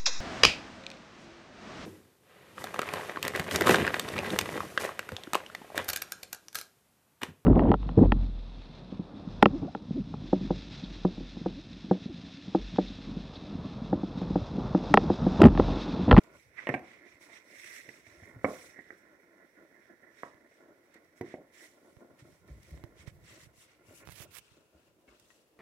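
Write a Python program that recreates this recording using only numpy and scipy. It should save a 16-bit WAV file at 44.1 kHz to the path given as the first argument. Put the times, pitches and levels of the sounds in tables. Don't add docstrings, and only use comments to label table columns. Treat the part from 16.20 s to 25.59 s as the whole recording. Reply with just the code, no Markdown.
import sys
import numpy as np
from scipy import signal
from scipy.io import wavfile
from scipy.ndimage import uniform_filter1d

SR = 44100
rng = np.random.default_rng(int(sys.argv[2]) if len(sys.argv) > 2 else 0)


def put_to_file(sound):
    columns = np.atleast_2d(sound).T
    safe = np.clip(columns, -1, 1)
    whole_steps = np.round(safe * 32767)
    wavfile.write(sys.argv[1], SR, whole_steps.astype(np.int16))


N = 414099

# (time [s], lowest resonance [Hz], gain of the hollow [dB])
CUP = [(0, 2240, 14.5), (.3, 2030, 19), (.7, 2160, 11.5), (1.5, 2000, 21), (2.2, 2084, 17),
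       (2.8, 1944, 20.5), (3.1, 2010, 18), (3.75, 1920, 17.5), (4.6, 2000, 14.5), (5, 1980, 17),
       (5.6, 2030, 10), (6.4, 2080, 11.5), (7.2, 1964, 11), (7.6, 2170, 8.5), (7.85, 2460, 16),
       (8.3, 2670, -10.5), (8.6, 2620, -12), (9.39, 2640, -14)]


def gain_of(db):
    return 10 ** (np.asarray(db) / 20)


def unit_rms(x):
    return x / np.sqrt(np.mean(x ** 2) + 1e-20)


def at_hz(points, hz):
    f, value = np.transpose(points)
    return np.interp(np.log(hz + 1), np.log(f + 1), value)


def curves(rows):
    s, *columns = np.transpose(rows)
    return [np.interp(np.arange(N) / SR, s, c) for c in columns]


def panned(db):
    return gain_of(np.array([db / 2, -db / 2]))


def add(mix, s, sound):
    part = mix[..., round(s * SR):][..., :sound.shape[-1]]
    part += sound[..., :part.shape[-1]]


def filtered(x, order, hz, kind):
    return signal.sosfilt(signal.butter(order, hz, kind, fs=SR, output="sos"), x)


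def stroke_powers(rows, t, shape=2):
    s, db, rise_s, fall_s = np.transpose(rows)[:4, :, None]
    away = (t - s) / np.clip(np.where(t < s, rise_s, fall_s), .01, 1)
    return gain_of(db - np.minimum(20 * away ** shape, 200)) ** 2


def stroke_gain(rows, shape=2):
    t = np.arange(0, N + 128, 128) / SR
    return np.interp(np.arange(N) / SR, t, np.sqrt(stroke_powers(rows, t, shape).sum(0)))


def noise(colour_db, size, patchy_db, flicker_db):
    likeness = [(60, 0.39), (180, 0.9), (550, 0.77), (1650, 0.0087), (4970, 0.05), (15000, 0.02)]
    hop = size // 4
    hz = np.fft.rfftfreq(size, 1 / SR)[:, None]
    t = np.arange(N // hop + 5) * hop / SR
    a, b, c, d, patches = rng.standard_normal((len(t), len(hz), 5)).T
    patches = unit_rms(uniform_filter1d(uniform_filter1d(patches, size=6, axis=0), size=12, axis=1))
    flicker = unit_rms(uniform_filter1d(rng.standard_normal(len(t)), size=3))
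    same = np.clip(at_hz(likeness, hz), -1, 1)
    left = a + 1j * b
    spectra = np.array([left, same * left + np.sqrt(1 - same ** 2) * (c + 1j * d)])
    spectra *= gain_of(colour_db(hz, t) + patchy_db * patches + flicker_db * flicker)
    return signal.istft(spectra, nperseg=size, noverlap=size - hop)[1][:, :N]


def air():
    colour = [(24, -56), (40, -9), (126, -14.5), (501, 0), (553, -8), (1140, -12.5), (2880, -17.5),
              (3990, -20), (12000, -23.5), (15800, -25.5)]
    hiss = noise(lambda hz, t: at_hz(colour, hz), size=1024, patchy_db=-0.5, flicker_db=0.87)
    return gain_of(-71.5) * unit_rms(hiss)


def rumble():
    shifts = [(0.0, -73.5), (0.6, -71.5), (1.23, -84), (1.99, -72), (2.19, -64), (2.32, -71.5), (2.95, -82),
              (4.89, -80.5), (5.1, -87), (5.44, -81.5), (6.36, -64), (6.51, -61), (7.24, -65),
              (7.43, -75.5), (7.71, -73.5), (7.9, -61.5), (8.29, -74.5), (9.39, -83)]
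    colour = [(25, -52), (55, -2.5), (110, -3.5), (170, -4.5), (300, -42.5)]  # (frequency [Hz], level [dB])
    lumps = noise(lambda hz, t: at_hz(colour, hz), size=2048, patchy_db=-0.5, flicker_db=3.0)
    return gain_of(curves(shifts)[0]) * unit_rms(lumps)


def box_ring(force, t60_share, panels_db, edges_db, scatter_db):
    box = [(111, -20, 0.2), (228, -31, 0.027), (345, 1, 0.097), (429, 1.5, 0.054), (594, 10, 0.026),
           (708, 2, 0.043), (855, -4, 0.055), (1040, 10.5, 0.019), (1353, 3.5, 0.02), (1588, -1.5, 0.043),
           (1870, -1, 0.059), (2215, -4, 0.052), (2650, 10.5, 0.01), (3700, -38, 0.022), (5480, -40, .015)]
    bloom_ms = 0.39
    t = np.arange(3500) / SR
    hz, db, t60_s = np.transpose(box)[..., None]
    catch, detune = rng.standard_normal((2, len(box), 1))
    place_db = scatter_db * catch + panels_db * np.clip(np.log2(720 / hz), 0, 1) + edges_db * (hz > 1200)
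    decay = gain_of(db + place_db - 60 * t / (t60_s * t60_share))
    modes = decay * np.sin(2 * np.pi * hz * (1 + 0.038 * detune) * t)
    walls = modes.sum(0) * (1 - np.exp(-t * 1000 / bloom_ms))
    return signal.oaconvolve(force, filtered(walls, 2, 165, "highpass"))


def scuffing():
    # (time [s], scuff [dB], papery edge [dB], rasp in the hand's hollow [dB])
    rooting = [(0, -63.5, -64, -77), (.3, -71.5, -78, -84), (.66, -60, -65, -54.5), (.9, -66.5, -74, -56.5),
               (1.2, -67, -70, -74), (1.55, -63, -91, -43.5), (1.72, -66, -75.5, -80),
               (2.05, -65, -71.5, -58.5), (2.4, -62, -60.5, -69), (2.6, -69.5, -78, -56),
               (2.88, -65.5, -73.5, -72), (3.7, -70, -76.5, -66), (4.16, -65, -72.5, -63),
               (4.5, -64.5, -73, -87), (5, -71.5, -78.5, -97), (5.44, -73, -78.5, -55.5),
               (5.7, -62.5, -71.5, -104), (6.6, -75, -78.5, -69), (7.3, -71.5, -77.5, -94.5),
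               (7.9, -70, -74.5, -55), (8.25, -78.5, -79, -114.5), (9.39, -70.5, -100, -107)]
    shoves = [(3.45, -67.5, 0.11, 0.11), (3.72, -66, 0.1, 0.04), (5.16, -64, 0.18, .15),
              (5.43, -64.5, 0.038, 0.093), (5.7, -64.5, .06, 0.16), (5.85, -57, 0.056, 0.1),
              (6.1, -60, 0.062, 0.051), (6.3, -63.5, 0.039, 0.11), (6.58, -61, 0.2, 0.36),
              (6.85, -60, 0.054, 0.12), (7.14, -65.5, 0.33, 0.059), (7.55, -72, 0.022, 0.025),
              (7.72, -68, 0.045, 0.055), (8.05, -66.5, 0.064, .15), (8.38, -68, 0.066, 0.049),
              (8.54, -66, 0.023, 0.069), (8.9, -67, 0.064, 0.053)]
    slips_per_s, restless_db, restless_s, shove_paper_db = 600, 3.5, 0.065, -15
    band = lambda x, lo_hz, hi_hz: unit_rms(filtered(x, 3, [lo_hz, hi_hz], "bandpass"))
    size = gain_of(1.3 * np.minimum(rng.exponential(1, (2, N)), 4))
    head_moves = unit_rms(uniform_filter1d(rng.standard_normal(N), round(restless_s * SR)))
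    impulses = (rng.random((2, N)) < slips_per_s / SR) * rng.choice([-1, 1], (2, N))
    slips = gain_of(restless_db * head_moves) * size * impulses
    slips[1] = 0.93 * slips[0] + 0.56 * slips[1]
    rung = np.array([box_ring(port, 0.52, panels_db=-5.5, edges_db=3.0, scatter_db=1.5)[:N]
                     for port in slips])
    scuff_db, papery_db, rasp_db = curves(rooting)
    shove = stroke_gain(shoves)
    scuff = (gain_of(scuff_db) + shove) * band(rung, 169, 570)
    papery = (gain_of(papery_db) + gain_of(shove_paper_db) * shove) * band(rung, 857, 1460)
    rasp = gain_of(rasp_db - curves(CUP)[1]) * band(slips, 1570, 2116)
    return scuff + papery + rasp


def swish():
    # (top [s], level [dB], rise [s], fall [s], L-R [dB], tilt [dB/octave])
    strokes = [(.02, -69, 0.12, .12, 0, 0), (.17, -66, 0.084, 0.16, -1, 2.5),
               (.39, -63, 0.03, 0.1, 1.5, -8.5), (.53, -66, 0.22, 0.09, -9, -4.5),
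               (.68, -65, 0.078, 0.17, -3.5, -4), (.91, -66.5, 0.1, 0.099, -4.5, -2),
               (1.03, -58.5, 0.037, 0.073, -2, 2.5), (1.15, -60, 0.1, 0.085, -4, -0.5),
               (1.41, -60, 0.21, 0.27, -1, 1), (1.56, -52.5, 0.28, 0.11, 0, 2.6),
               (1.74, -62, 0.22, 0.15, 1, 1.5), (1.87, -64, 0.036, 0.24, -1, 0.5),
               (2.06, -67.5, 0.17, 0.13, -2.5, 3.5), (2.31, -55.5, 0.086, 0.22, -3, 4),
               (2.44, -58.5, 0.21, 0.13, -0.5, 3.5), (2.6, -72.5, 0.43, 0.38, 3, -1),
               (2.78, -73, 0.029, 0.038, -3, 8), (3.66, -86, 0.1, .1, -20, -3.5),
               (4.03, -65, 0.14, .13, -3.5, 0), (4.32, -74.5, 0.056, 0.23, 1, -0.5),
               (4.76, -73.5, 0.078, 0.05, -6, -5), (4.98, -65.5, 0.026, 0.03, -2, 3.5),
               (5.11, -64, 0.11, 0.077, -2, -2.5), (5.35, -61.5, .03, 0.26, -5, 2.5),
               (5.44, -58, .1, 0.086, -0.5, 3), (5.7, -73, .3, 0.22, 0, 4), (6, -62.5, 0.02, 0.035, -3, -1),
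               (6.12, -69, 0.16, 0.13, -4, 2.5), (6.3, -69.5, 0.045, 0.1, -4, 1),
               (6.5, -65.5, 0.19, .2, -2.5, 1.5), (6.81, -60.5, 0.06, 0.053, -2, 0),
               (6.88, -59.5, 0.022, 0.035, -10.5, 0.5), (7.061, -63, .04, .08, -7, 0.5),
               (7.12, -57, 0.087, 0.087, 4.5, 0.5), (7.23, -58, 0.13, 0.057, 0, 2),
               (7.422, -58.5, 0.095, 0.057, 2, 3.5), (7.5, -70, 0.16, 0.1, 2, -1.5),
               (7.71, -66, 0.083, .05, 9, 4.5), (7.779, -58, 0.072, 0.063, 7.5, 6.5),
               (8.27, -67.5, 0.47, 0.25, 2.5, -0.5), (8.65, -75.5, 0.23, 0.1, 5, -1.5),
               (8.89, -70, 0.022, 0.17, 4, -4), (9.1, -67, 0.21, 0.21, 1, 2)]
    colour = [(500, -14), (1200, 9), (2000, 5.5), (3000, 8.5), (4500, 4), (8000, 3.5), (11000, -5.5),
              (16000, -13)]
    glint_hz, glint_octaves = 10740, 0.14
    pans_db, tilts_db = np.transpose(strokes)[4:]

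    def blend(column, t):
        power = stroke_powers(strokes, t)
        return column @ power / power.sum(0)

    def colour_db(hz, t):
        tilt_db = np.clip(blend(tilts_db, t), -10, 10)
        octaves = np.log2(np.maximum(hz, 1500) / 6000)
        glint = np.exp(-(np.log2((hz + 1) / glint_hz) / glint_octaves) ** 2)
        return at_hz(colour, hz) + tilt_db * octaves + 0.95 * np.maximum(tilt_db, 0) * glint

    hiss = noise(colour_db, size=256, patchy_db=2.0, flicker_db=1.0)
    t = np.arange(0, N, 128) / SR
    pan_db = np.interp(np.arange(N) / SR, t, blend(pans_db, t))
    return stroke_gain(strokes) * panned(pan_db) * unit_rms(hiss)


def ticks():
    events = [(0.0353, -53.5, 23), (0.4693, -46, 6), (0.4893, -42, -14), (0.5412, -45.5, 16),
              (0.5924, -56, 16), (1.6896, -45.5, -4), (2.2468, -50, 25.5), (4.7426, -58.5, 29),
              (4.846, -59, 0), (5.011, -40, 0), (5.9923, -54, -6), (6.2776, -55, -6), (6.4303, -52, 20),
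              (6.5081, -47, -6), (6.6388, -47, -6), (6.8763, -51, -21), (7.872, -42, 2), (8.0194, -40, 7),
              (8.9979, -53.5, -18)]
    t60_s = 0.034
    out, t = np.zeros((2, N)), np.arange(2000) / SR
    for s, db, pan_db in events:
        burst = gain_of(-60 * t / t60_s) * rng.standard_normal(len(t))
        add(out, s, panned(pan_db)[:, None] * gain_of(db) * burst / abs(burst).max())
    return filtered(out, 1, [2200, 9000], "bandpass")


def knocks():
    # (time [s], level [dB], contact [ms], rebound [dB], big panels [dB], stiff edges [dB], L-R [dB])
    blows = [(0.041, -51, 0.27, 0, -11, -12, -16), (0.382, -40, 0.19, 0, -3.5, 11, -8.5),
             (0.436, -46, 0.31, -9, 1, -3, -3), (0.469, -20, 0.07, -17, -10, 0, -3),
             (0.489, -17, 0.4, -6, -5.5, 6.5, -3.5), (0.539, -17, 0.1, -8, 2, -1.5, -3.5),
             (0.859, -51, 0.45, -5, 1, -6, -13), (1.095, -48.5, 0.28, -4, -28, 0, -8),
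             (1.688, -41.5, 0.11, -14, 2, 5, -4), (1.864, -51, 0.16, -9, -10, -1, -9),
             (2.031, -47, 0.37, -19, -5, 5, -5), (2.243, -11.5, 0.64, -7.5, -20, 1, -7),
             (2.587, -38.5, 0.59, -17, -5, 8, -3.5), (2.703, -39, 0.45, -23, -4, 7.5, -5),
             (2.728, -49, 0.48, -29, 33, -2, 3), (3.612, -63, 0.42, -16, -12, 0, 4),
             (3.832, -50, 0.55, -21, 0, 10, -6), (4.032, -24.5, 0.32, -16, -20, -12.5, -8),
             (4.311, -52.5, 0.45, 6, -20, 7, 1), (4.501, -54, 0.43, -9, 18, -6, -1.5),
             (4.755, -48, 0.42, -20, 2, -5, -1), (5.009, -27, 0.59, -12, 5, 2.5, -3.5),
             (5.139, -27, 0.93, -16.5, 0, 3, -3.5), (5.646, -51, 0.56, -2, -14, -1, -9),
             (5.805, -53, 0.56, -11, -8, -7, 8), (5.845, -52, 0.59, -17, -18, -22, 2),
             (6.282, -53, 0.097, -6, 15, 13, -4), (6.636, -42.5, 0.53, -9, 6, -1, -5),
             (7.703, -53.5, 0.53, -9, -29, -3, -7), (8.877, -50, 0.097, 4, -3, 6.5, 0),
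             (9.102, -50.5, 0.2, -10, -12, 10.5, 10)]
    chatter_db, chatter_t60_s, chatter_hz, chatter_per_s = -18, 0.28, 910, 1500
    t60_share = 0.46
    knock_delay_s = 0.001485
    out, t = np.zeros((2, N)), np.arange(8000) / SR
    for s, db, contact_ms, rebound_db, panels_db, edges_db, pan_db in blows:
        flaps = rng.standard_normal(len(t)) * (rng.random(len(t)) < chatter_per_s / SR)
        hits = filtered(gain_of(chatter_db - 60 * t / chatter_t60_s) * flaps, 1, chatter_hz, "lowpass")
        hits[0] = 1
        for rebound_s in (.0043, .0085):
            hits[round(rebound_s * rng.uniform(.9, 1.1) * SR)] = gain_of(rebound_db)
        u = t[:400] * 1000 / contact_ms
        force = signal.oaconvolve(hits, u * np.exp(-u * np.e))
        body = box_ring(force, t60_share, panels_db, edges_db, scatter_db=3)
        small_walls = box_ring(force, t60_share, -38, edges_db, scatter_db=3)
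        blow = body + np.array([[0.48], [-0.48]]) * small_walls
        add(out, s + knock_delay_s, panned(pan_db)[:, None] * gain_of(db) * blow / abs(blow).max())
    return out


def thuds():
    steps = [(0.492, -29.5, 131), (0.55, -38, 130), (1.679, -54, 126), (1.869, -57, 108), (1.968, -57, 72),
             (2.02, -47.5, 99), (2.159, -42.5, 114), (2.24, -40, 103), (5.006, -41, 111), (6.019, -47, 129),
             (6.3, -39.5, 61.5), (6.358, -47.5, 94), (6.515, -36, 66.6), (6.572, -55, 62.5),
             (6.68, -57, 51.1), (6.79, -49.5, 80), (6.918, -51, 84), (7.119, -52, 117), (7.682, -53, 101),
             (8.54, -58, 74.6), (8.878, -60, 54.4)]
    rise_ms, t60_cycles = 9, 8.9
    out, t = np.zeros(N), np.arange(12000) / SR
    for s, db, hz in steps:
        swing = np.sin(2 * np.pi * hz * t) + 0.32 * np.sin(2 * np.pi * (2.32 * hz * t + rng.random()))
        thud = swing * (1 - np.exp(-t * 1000 / rise_ms)) * gain_of(-60 * t * hz / t60_cycles)
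        add(out, s, gain_of(db) * thud / abs(thud).max())
    return out


def fingers():
    bumps = [(1.451, -61, -13), (4.145, -59, 5), (5.768, -47, -5), (6.576, -46, -1), (6.639, -35.5, -4.5),
             (6.876, -33, -13), (7.268, -48, -16.5), (7.38, -57, -1), (7.874, -44.5, 8), (7.889, -42.5, 6),
             (7.896, -56, 15), (7.923, -51.5, 6), (8.003, -42, 1), (8.183, -61, 3), (8.024, -52, 12.5),
             (8.316, -55, -22)]
    rubs = [(7.88, -65.5, 0.036, 0.037), (7.92, -56.5, 0.028, 0.025), (7.98, -56.5, 0.047, 0.057),
            (8.015, -54.5, 0.046, 0.044), (8.12, -63, 0.016, 0.045), (8.165, -51.5, 0.034, 0.037)]
    colour = [(400, -5), (1000, -1.5), (2600, 6), (4200, 0.5), (7000, 0), (11000, 1), (16000, -4.5)]
    push_s, jolt_s = 0.0041, 0.00013
    out, t = np.zeros(N), np.arange(3000) / SR
    u, v = t / push_s, t / jolt_s
    push = -np.sin(np.pi * u) * np.exp(-.8 * u)
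    for s, db, jolt_db in bumps:
        jolt = 2 * v * (2 - v) * np.exp(-v) + 0.018 * np.exp(-t / 0.002) * rng.standard_normal(len(t))
        add(out, s, gain_of(db) * (push + gain_of(jolt_db) * jolt))
    hiss = unit_rms(noise(lambda hz, t: at_hz(colour, hz), size=256, patchy_db=1.5, flicker_db=2.0)[1])
    return gain_of([[-16], [7]]) * (out + stroke_gain(rubs, shape=4) * hiss)


def room(x):
    decay = [(100, 0.32), (400, 0.51), (1500, 0.3), (6000, 0.23)]
    taps = np.zeros((2, SR // 2))
    at = np.arange(200, SR // 2 - 20, 20) + rng.integers(0, 20, (2, (SR // 2 - 201) // 20))
    np.put_along_axis(taps, at, rng.choice([-1., 1.], at.shape), 1)
    taps[1] = 0.7 * taps[0] + 0.34 * taps[1]
    hz, t, spectra = signal.stft(taps, SR, nperseg=256)
    tail = signal.istft(spectra * gain_of(-60 * t / at_hz(decay, hz)[:, None]), SR, nperseg=256)[1]
    return signal.fftconvolve(x[None], tail / np.linalg.norm(tail[0]), axes=1)[:, :N]


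def resonate(x, hz, width_hz):
    turn = np.exp(2j * np.pi * np.cumsum(hz * np.ones(len(x))) / SR)
    pole = np.exp(-np.pi * width_hz / SR)
    for _ in range(2):
        x = 2 * (turn * signal.lfilter([1 - pole], [1, -pole], x / turn)).real
    return x


def cupped(x):
    upper = [(3610, 1200, -23.5), (5630, 780, -13.5)]
    palm = [(0, 2230, -10), (1.5, 2020, -3), (2.8, 2120, 4), (3.5, 2030, -18), (5.5, 2050, -10),
            (6.3, 2470, -16), (7, 2630, -6), (7.7, 2800, 2.5), (8.3, 2660, 1), (8.7, 2700, -1),
            (8.9, 2700, -2.5), (9.39, 2760, -2.5)]
    cup_hz, cup_db = curves(CUP)
    palm_hz, palm_db = curves(palm)
    hollow = resonate(x[1], cup_hz, width_hz=608)
    hollow += sum(gain_of(db) * resonate(x[1], hz, width_hz) for hz, width_hz, db in upper)
    left = gain_of(palm_db) * resonate(x[0], palm_hz, width_hz=510)
    return x + np.array([left, gain_of(cup_db) * hollow])


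def scene():
    blows, steps, hiss = knocks(), thuds(), air()
    reverb = gain_of(-14.5) * room(blows.mean(0) + steps)
    around = blows + steps + reverb + scuffing() + rumble() + swish() + ticks() + hiss
    return cupped(around) + fingers()


def record(dry):
    late = np.array([np.roll(dry[0], 3), dry[1]])
    thin = filtered(late, 3, 52, "highpass")
    band_limit = signal.firwin(511, 15900, window=("kaiser", 9), fs=SR)
    return signal.oaconvolve(thin, band_limit[None], "same")


dry = scene()
out = record(dry)
put_to_file(out)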